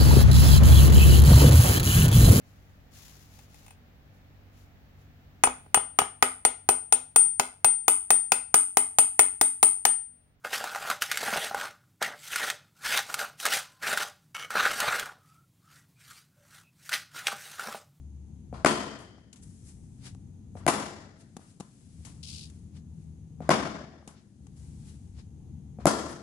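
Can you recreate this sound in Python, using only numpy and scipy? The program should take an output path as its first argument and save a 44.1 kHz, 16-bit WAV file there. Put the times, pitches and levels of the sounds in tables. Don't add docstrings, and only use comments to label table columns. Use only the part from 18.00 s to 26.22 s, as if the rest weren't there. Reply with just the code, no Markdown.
import sys
import numpy as np
from scipy import signal
from scipy.fft import rfft, irfft, next_fast_len
from scipy.io import wavfile
from scipy.ndimage import map_coordinates

SR = 44100
rng = np.random.default_rng(int(sys.argv[2]) if len(sys.argv) > 2 else 0)


def wav_out(sig):
    wavfile.write(sys.argv[1], SR, np.round(np.clip(np.atleast_2d(sig).T, -1, 1) * 32767).astype(np.int16))


N = 362502

# frequency in Hz, relative density in dB.
CONTACT_COLOUR = [(1500, -17.5), (3000, -6.5), (4000, -4.5), (5000, -9), (7000, -1.5), (10500, 2.5),
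                  (12500, -9.5)]
# frequency in Hz, relative density in dB per Hz.
HALL_COLOUR = [(50, -35.5), (100, -10), (160, -1.5), (250, 1.5), (320, 1), (450, -1), (700, -0.5),
               (1150, 2), (1600, -6.5), (2400, -11.5), (4000, -15), (7000, -15.5), (10500, -16),
               (13000, -38.5)]


def amp(db):
    return 10 ** (np.asarray(db) / 20)


def unit(x):
    return x / np.sqrt(np.mean(x ** 2) + 1e-20)


def along(points, hz):
    f, v = np.transpose(points)
    return np.interp(np.log(hz + 1), np.log(f + 1), v)


def bell(hz, centre, width):
    return 1 / (1 + (2 * (hz - centre) / width) ** 2)


def pan(db):
    return amp([[db / 2], [-db / 2]])


def wobble(rate, size=N):
    knots = rng.standard_normal(int(size * rate / SR) + 4)
    return map_coordinates(knots, [np.arange(size) * rate / SR])


def fade(t60):
    return np.exp(-np.log(1000) * np.arange(SR) / SR / t60)


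def envelope(start, end, attack_s, release_s, easing_db=0):
    t = np.arange(N) / SR
    attack = np.clip((t - start) / attack_s, 0, 1)
    held = amp(-easing_db * (np.clip(t, start, end) - start))
    return attack * held * np.exp(-np.maximum(t - end, 0) / release_s)


def filtered(x, response):
    n = x.shape[-1]
    m = next_fast_len(n + SR // 4)
    return irfft(rfft(x, m) * response(np.fft.rfftfreq(m, 1 / SR)), m)[..., :n]


def noise(colour, size=N):
    # frequency in Hz, left-right correlation.
    alike = [(130, .94), (270, 0.82), (590, 0.64), (1250, 0), (2700, 0), (6000, 0)]

    def mid_side_gain(hz):
        turn = np.arccos(np.clip(along(alike, hz), -1, 1)) / 2
        return amp(along(colour, hz)) * [np.cos(turn), np.sin(turn)]

    mid, side = filtered(rng.standard_normal((2, size)), mid_side_gain)
    return unit(np.array([mid + side, mid - side]))


def add(track, s, sound):
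    start = max(round(s * SR), 0)
    part = track[:, start:start + sound.shape[-1]]
    part += sound[..., :part.shape[-1]]


def ring(modes, contact_s=.0005, upper_db=0, radiate_hz=100):
    t = np.arange(SR) / SR
    swing = np.zeros(SR)
    for hz, db, t60 in modes:
        level = amp(db + upper_db * (hz > 1250))
        swing -= level * fade(t60) * np.sin(2 * np.pi * hz * t)
    high_pass = signal.butter(2, radiate_hz, "high", fs=SR, output="sos")
    return signal.sosfilt(high_pass, swing * (1 - np.exp(-t / contact_s)))


def hall(treble_db=0, presence_db=0, body_db=0, gap=0.0099, build_s=0.0034,
         early_db=6, early_t60=0.14, clump_db=1.5):
    # frequency in Hz, t60 in seconds.
    decay = [(100, 0.96), (250, 1), (600, 0.89), (1100, 0.66), (1800, 0.93), (2600, 0.73), (5000, 0.88),
             (7000, 0.76), (9000, 0.52), (12000, 0.5)]
    # frequency in Hz, width in Hz, lift in dB.
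    peaks = [(148, 52, 1.5), (210, 26, 6), (284, 14, 3.5), (354, 36, 3.5), (666, 45, 4.5), (1030, 24, 7.5),
             (1377.6, 100, 3), (1940, 21, -2.5), (2350, 25, 0), (4820, 240, 2.5)]
    comb_s, comb_db = .0141, 1
    t = np.arange(SR) / SR

    def room_gain(f):
        peaks_db = sum(db * bell(f, centre, width) for centre, width, db in peaks)
        return amp(peaks_db + comb_db * np.cos(2 * np.pi * f * comb_s))

    diffuse = filtered(noise(HALL_COLOUR, size=SR), room_gain)
    hz, s, z = signal.stft(unit(diffuse), SR, nperseg=512)
    decay_db = -60 * s / along(decay, hz)[:, None]
    colour_db = 3 * rng.standard_normal(len(hz)) * hz / (hz + 1500)
    colour_db += body_db * bell(hz, 950, 600) + presence_db * bell(hz, 2700, 2200)
    colour_db += treble_db * hz ** 4 / (hz ** 4 + 7000 ** 4)
    tail = signal.istft(z * amp(decay_db + colour_db[:, None]), SR, nperseg=512)[1][:, :SR]
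    early = 1 + amp(early_db) * fade(early_t60)
    clumps = amp(clump_db * wobble(110, size=SR))
    return tail * early * clumps * np.clip((t - gap) / build_s, 0, 1)


def background():
    # start, end and attack in seconds, rumble in dB, hum in Hz, hum in dB, its octave in dB,
    # hum easing in dB per second (negative grows).
    spans = [(-0.1, .62, .05, -50.5, 70.9, -39, -51, 17), (1.37, 2.62, 0.029, -50.5, 94.7, -64, -72, -13),
             (3.762, 5.45, 0.26, -50.5, 79.4, -53, -53, -3.5),
             (6.344, 7.86, .12, -48, 73.7, -52.5, -55, -2.5)]
    # frequency in Hz, relative density in dB per Hz.
    rumble_colour = [(20, -23.5), (43, -9.5), (71, 1), (125, -1), (160, -3.5), (210, -6.5), (260, -11),
                     (370, -24.5), (470, -28), (560, -44), (800, -34), (1400, -56.5)]
    # frequency in Hz, relative density in dB per Hz.
    hiss_colour = [(500, -1.5), (900, 0), (1500, -1.5), (4000, -3), (5500, -4.5), (6500, 7), (7400, -1.5),
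                   (10500, -2.5), (12500, -15.5)]
    # frequency in Hz, relative density in dB per Hz.
    quiet_colour = [(30, -22.5), (70, -5.5), (110, 0.5), (210, 0.5), (300, -8), (450, -21.5), (700, -29),
                    (1400, -44), (4000, -69.5)]
    release_s, rumble_growth_db_per_s = 0.43, 1.5
    quiet_db, span_hiss_db, steady_hiss_db = -57, -76, -79.5

    rumble_power, hiss_power, hum = 0, amp(steady_hiss_db) ** 2, 0
    drift_hz = .7 * wobble(7)
    first_waver, octave_waver = amp(2.2 * wobble(17)), amp(1.8 * wobble(6))
    for start, end, attack, rumble_db, hz, first_db, octave_db, easing in spans:
        growing = envelope(start, end, attack, release_s, -rumble_growth_db_per_s)
        rumble_power += (amp(rumble_db) * growing) ** 2
        hiss_power += (amp(span_hiss_db) * envelope(start, end, attack, release_s)) ** 2
        phase = 2 * np.pi * np.cumsum(hz + drift_hz) / SR
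        first = amp(first_db) * first_waver * np.sin(phase)
        octave = amp(octave_db) * octave_waver * np.sin(2 * phase)
        hum += envelope(start, end, attack, release_s, easing) * (first + octave)
    rumble = np.sqrt(rumble_power) * amp(1.2 * wobble(7.3)) * noise(rumble_colour)
    hiss = np.sqrt(hiss_power) * noise(hiss_colour)
    return rumble + hum + hiss + amp(quiet_db) * noise(quiet_colour)


def rustle():
    # peak in seconds, relative swish in dB,
    # relative fizz in dB, time constant of rise and fall in seconds.
    flicks = [(1.435, -65.5, -57, 0.01), (1.69, -65, -58, .033), (2.068, -50, -53, 0.023),
              (2.585, -74, -62.5, .018), (3.21, -66, -65, .019), (3.5, -72, -71, .03),
              (4.09, -64, -62, .05), (4.77, -62, -69, .018), (5.02, -79.5, -77.5, .1),
              (6.11, -67, -65, .02), (6.18, -66, -86, .03), (6.89, -65.5, -63, .06),
              (7.195, -60.5, -69, .021)]
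    # start and end in seconds, relative swish in dB, relative fizz in dB,
    # easing in dB per second (negative grows).
    slides = [(1.416, 2.16, -75, -65.5, 17.5), (3.2, 3.374, -80, -78, 0), (3.384, 3.506, -74.5, -69.5, 9),
              (3.615, 4.538, -76, -71.5, -1.5), (6.193, 6.56, -83, -81, 0), (6.552, 7.15, -71.5, -67, 18.5)]
    # start, end and attack in seconds, level in dB,
    # left over right in dB.
    scuffs = [(4.228, 4.242, 0.0022, -48.5, 5), (4.245, 4.393, 0.042, -46.5, 1.5),
              (4.39, 4.455, 0.034, -51, 1)]
    # frequency in Hz, relative density in dB per Hz.
    swish_colour = [(500, -0.5), (1200, 0.5), (3000, 2), (5000, 4), (7500, -5), (11000, -46)]
    # frequency in Hz, relative density in dB per Hz.
    fizz_colour = [(3000, -34.5), (5500, -2), (8000, 3.5), (10500, 1.5), (12500, -25.5)]
    # frequency in Hz, relative density in dB per Hz.
    scuff_colour = [(1000, -25), (1900, -21.5), (2600, -3), (3500, -0.5), (4700, 6), (6500, -2.5),
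                    (10500, -6), (12500, -26.5)]
    slide_attack_s, slide_release_s, scuff_release_s = 0.019, 0.13, 0.018

    t = np.arange(N) / SR
    moves = []
    for s, swish_db, fizz_db, width in flicks:
        moves.append((np.exp(-np.abs(t - s) / width), swish_db, fizz_db))
    for start, end, swish_db, fizz_db, easing in slides:
        shape = envelope(start, end, slide_attack_s, slide_release_s, easing)
        moves.append((shape, swish_db, fizz_db))
    swish = np.sqrt(sum((shape * amp(db)) ** 2 for shape, db, _ in moves))
    fizz = np.sqrt(sum((shape * amp(db)) ** 2 for shape, _, db in moves))
    cloth = amp(2.0) * swish * noise(swish_colour) + amp(2.5) * fizz * noise(fizz_colour)
    cloth = cloth * amp(0.55 * wobble(120))

    drag = np.zeros((2, N))
    for start, end, attack, db, left_db in scuffs:
        drag += amp(db) * pan(left_db) * envelope(start, end, attack, scuff_release_s)
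    grains = amp(2.5 * wobble(260))
    return cloth + drag * grains * noise(scuff_colour)


def knocks():
    # time in seconds, thump in dB, tick in dB, tick t60 in seconds, relative hall in dB,
    # tick left over right in dB. The last row is the ball rustling in the net.
    contacts = [(0.989, -70, -50, 0.033, -53.5, 4), (1.182, -43.5, -82, 0.018, -75, 0),
                (1.329, -67, -46.5, 0.057, -67, 1), (1.359, -68, -56.5, 0.18, -82, 2),
                (2.149, -44, -51, 0.0077, -83.5, 6), (3.367, -31, -41.5, 0.027, -63.5, -0.5),
                (3.393, -42.5, -60, .02, -60.5, 3), (3.600, -34, -46, 0.068, -62, -1),
                (3.606, -27.5, -39.5, 0.019, -62, 2), (4.050, -48.5, -48.5, 0.13, -58.5, 9.5),
                (4.499, -67, -53, 0.046, -75, -1), (5.849, -38, -75, .02, -83, 5),
                (6.026, -41, -77, 0.018, -71, 0), (6.076, -35.5, -43, 0.049, -56.5, -1),
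                (6.468, -50.5, -55, 0.024, -83, 2.5), (8.083, -57, -48, 0.066, -45, 0)]
    # frequency in Hz, relative level in dB, t60 in seconds.
    thump_modes = [(221, 5, 0.022), (368, 9, 0.0074), (743, 1, 0.014), (1130, -9, 0.018)]
    # frequency in Hz, relative density in dB per Hz.
    tick_colour = [(1000, -5), (2500, 1.5), (5000, 1), (7000, 7.5), (8200, 5), (10500, 2), (12500, -18)]
    out = np.zeros((2, N))
    for s, thump_db, tick_db, t60, hall_db, left_db in contacts:
        thump = amp(thump_db) * ring(thump_modes, contact_s=0.0015)
        tick = amp(tick_db) * pan(left_db) * fade(t60) * noise(tick_colour, size=SR)
        add(out, s, thump + tick)
        answer = hall(treble_db=9.0, presence_db=1.5, early_db=-33) * fade(1.0)
        add(out, s, amp(hall_db) * answer)
    return out


def bounces(wall_s=.018, wall_db=-9):
    # time in seconds, thud in dB, relative hall in dB.
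    pitches = [(0.5277, -29, -45.5), (2.554, -34.5, -51), (5.4050, -29.5, -48), (7.7874, -35, -51)]
    # frequency in Hz, relative level in dB, t60 in seconds.
    mat_modes = [(233.6, 8.5, 0.023), (508, 17.5, 0.0077), (700, -5.5, 0.052), (1110, -10.5, 0.013),
                 (2340, -18, 0.012)]
    out = np.zeros((2, N))
    for s, db, hall_db in pitches:
        contact = amp(-33.5) * fade(.035) * noise(CONTACT_COLOUR, size=SR)
        thud = amp(db) * (ring(mat_modes, contact_s=0.0025) + contact)
        add(out, s, thud)
        add(out, s + wall_s, amp(wall_db) * thud)
        answer = hall(treble_db=-9.5, presence_db=-1.5, gap=0.007, build_s=0.011, early_db=-9.5)
        add(out, s, amp(hall_db) * answer)
    return out


def bat(crack_t60=0.0067, scatter_db=-27, scatter_t60=0.031, ring_hz=3120, ring_t60=0.94):
    strokes = [(0.6472, 2, 5, -23.5, -11.5, -24, -1, 3.5, 3, -40),
               (2.6656, -4, -0.5, -19, -0.5, -26.5, 1.5, 3, 8, -59.5),
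               (5.4920, 1, 0, -23.5, -6.5, -22, -0.5, 0.5, -7.5, -53),
               (7.8560, 3.5, -8.5, -17, -12.5, -21.5, -1.5, -5, -0.5, -70)]
    # frequency in Hz, relative level in dB, t60 in seconds.
    willow_modes = [(182, -13, 0.02), (328, -8, .021), (641, 1, .012), (960, -14, 0.0083), (1533, -9, .01),
                    (1967, -13, 0.009), (3850, -26.5, 0.0073), (4920, -27, .016), (5916, -26, 0.0058),
                    (7340, -23.5, 0.01)]
    # delay in seconds, relative gain.
    walls = [(0.0137, .62), (0.0146, 0.68), (.0172, .25), (0.0203, 0.46)]
    out = np.zeros((2, N))
    for s, db, upper_db, crack_db, slap_db, hall_db, body_db, presence_db, treble_db, ring_db in strokes:
        knock = amp(db) * ring(willow_modes, contact_s=0.0011, upper_db=upper_db, radiate_hz=135)
        crack = amp(crack_db) * fade(crack_t60) * noise(CONTACT_COLOUR, size=SR) * pan(2)
        scatter = amp(db + scatter_db) * fade(scatter_t60) * noise(HALL_COLOUR, size=SR)
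        blow = knock + crack + scatter
        add(out, s, blow)
        for delay, gain in walls:
            add(out, s + delay, gain * amp(slap_db + 4.5) * blow)
        add(out, s, amp(hall_db) * hall(treble_db, presence_db, body_db))
        thin = filtered(rng.standard_normal((2, SR)), lambda hz: bell(hz, ring_hz, 290))
        add(out, s + walls[0][0], amp(ring_db) * fade(ring_t60) * unit(thin))
    return out


def scene():
    # frequency in Hz, left over right in dB.
    leftward = [(60, 4), (400, 5), (1700, 6), (4000, 5), (11000, 4.5)]
    mix = bat() + bounces() + knocks() + rustle() + background()
    return filtered(mix, lambda hz: pan(along(leftward, hz))[:, 0] * amp(-0.26))


def record(dry):
    ceiling, top_hz = .92, 11700
    held = dry / (1 + np.abs(dry / ceiling) ** 8) ** (1 / 8)
    return filtered(held, lambda hz: 1 / np.sqrt(1 + (hz / top_hz) ** 120))


dry = scene()
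out = record(dry)
wav_out(out)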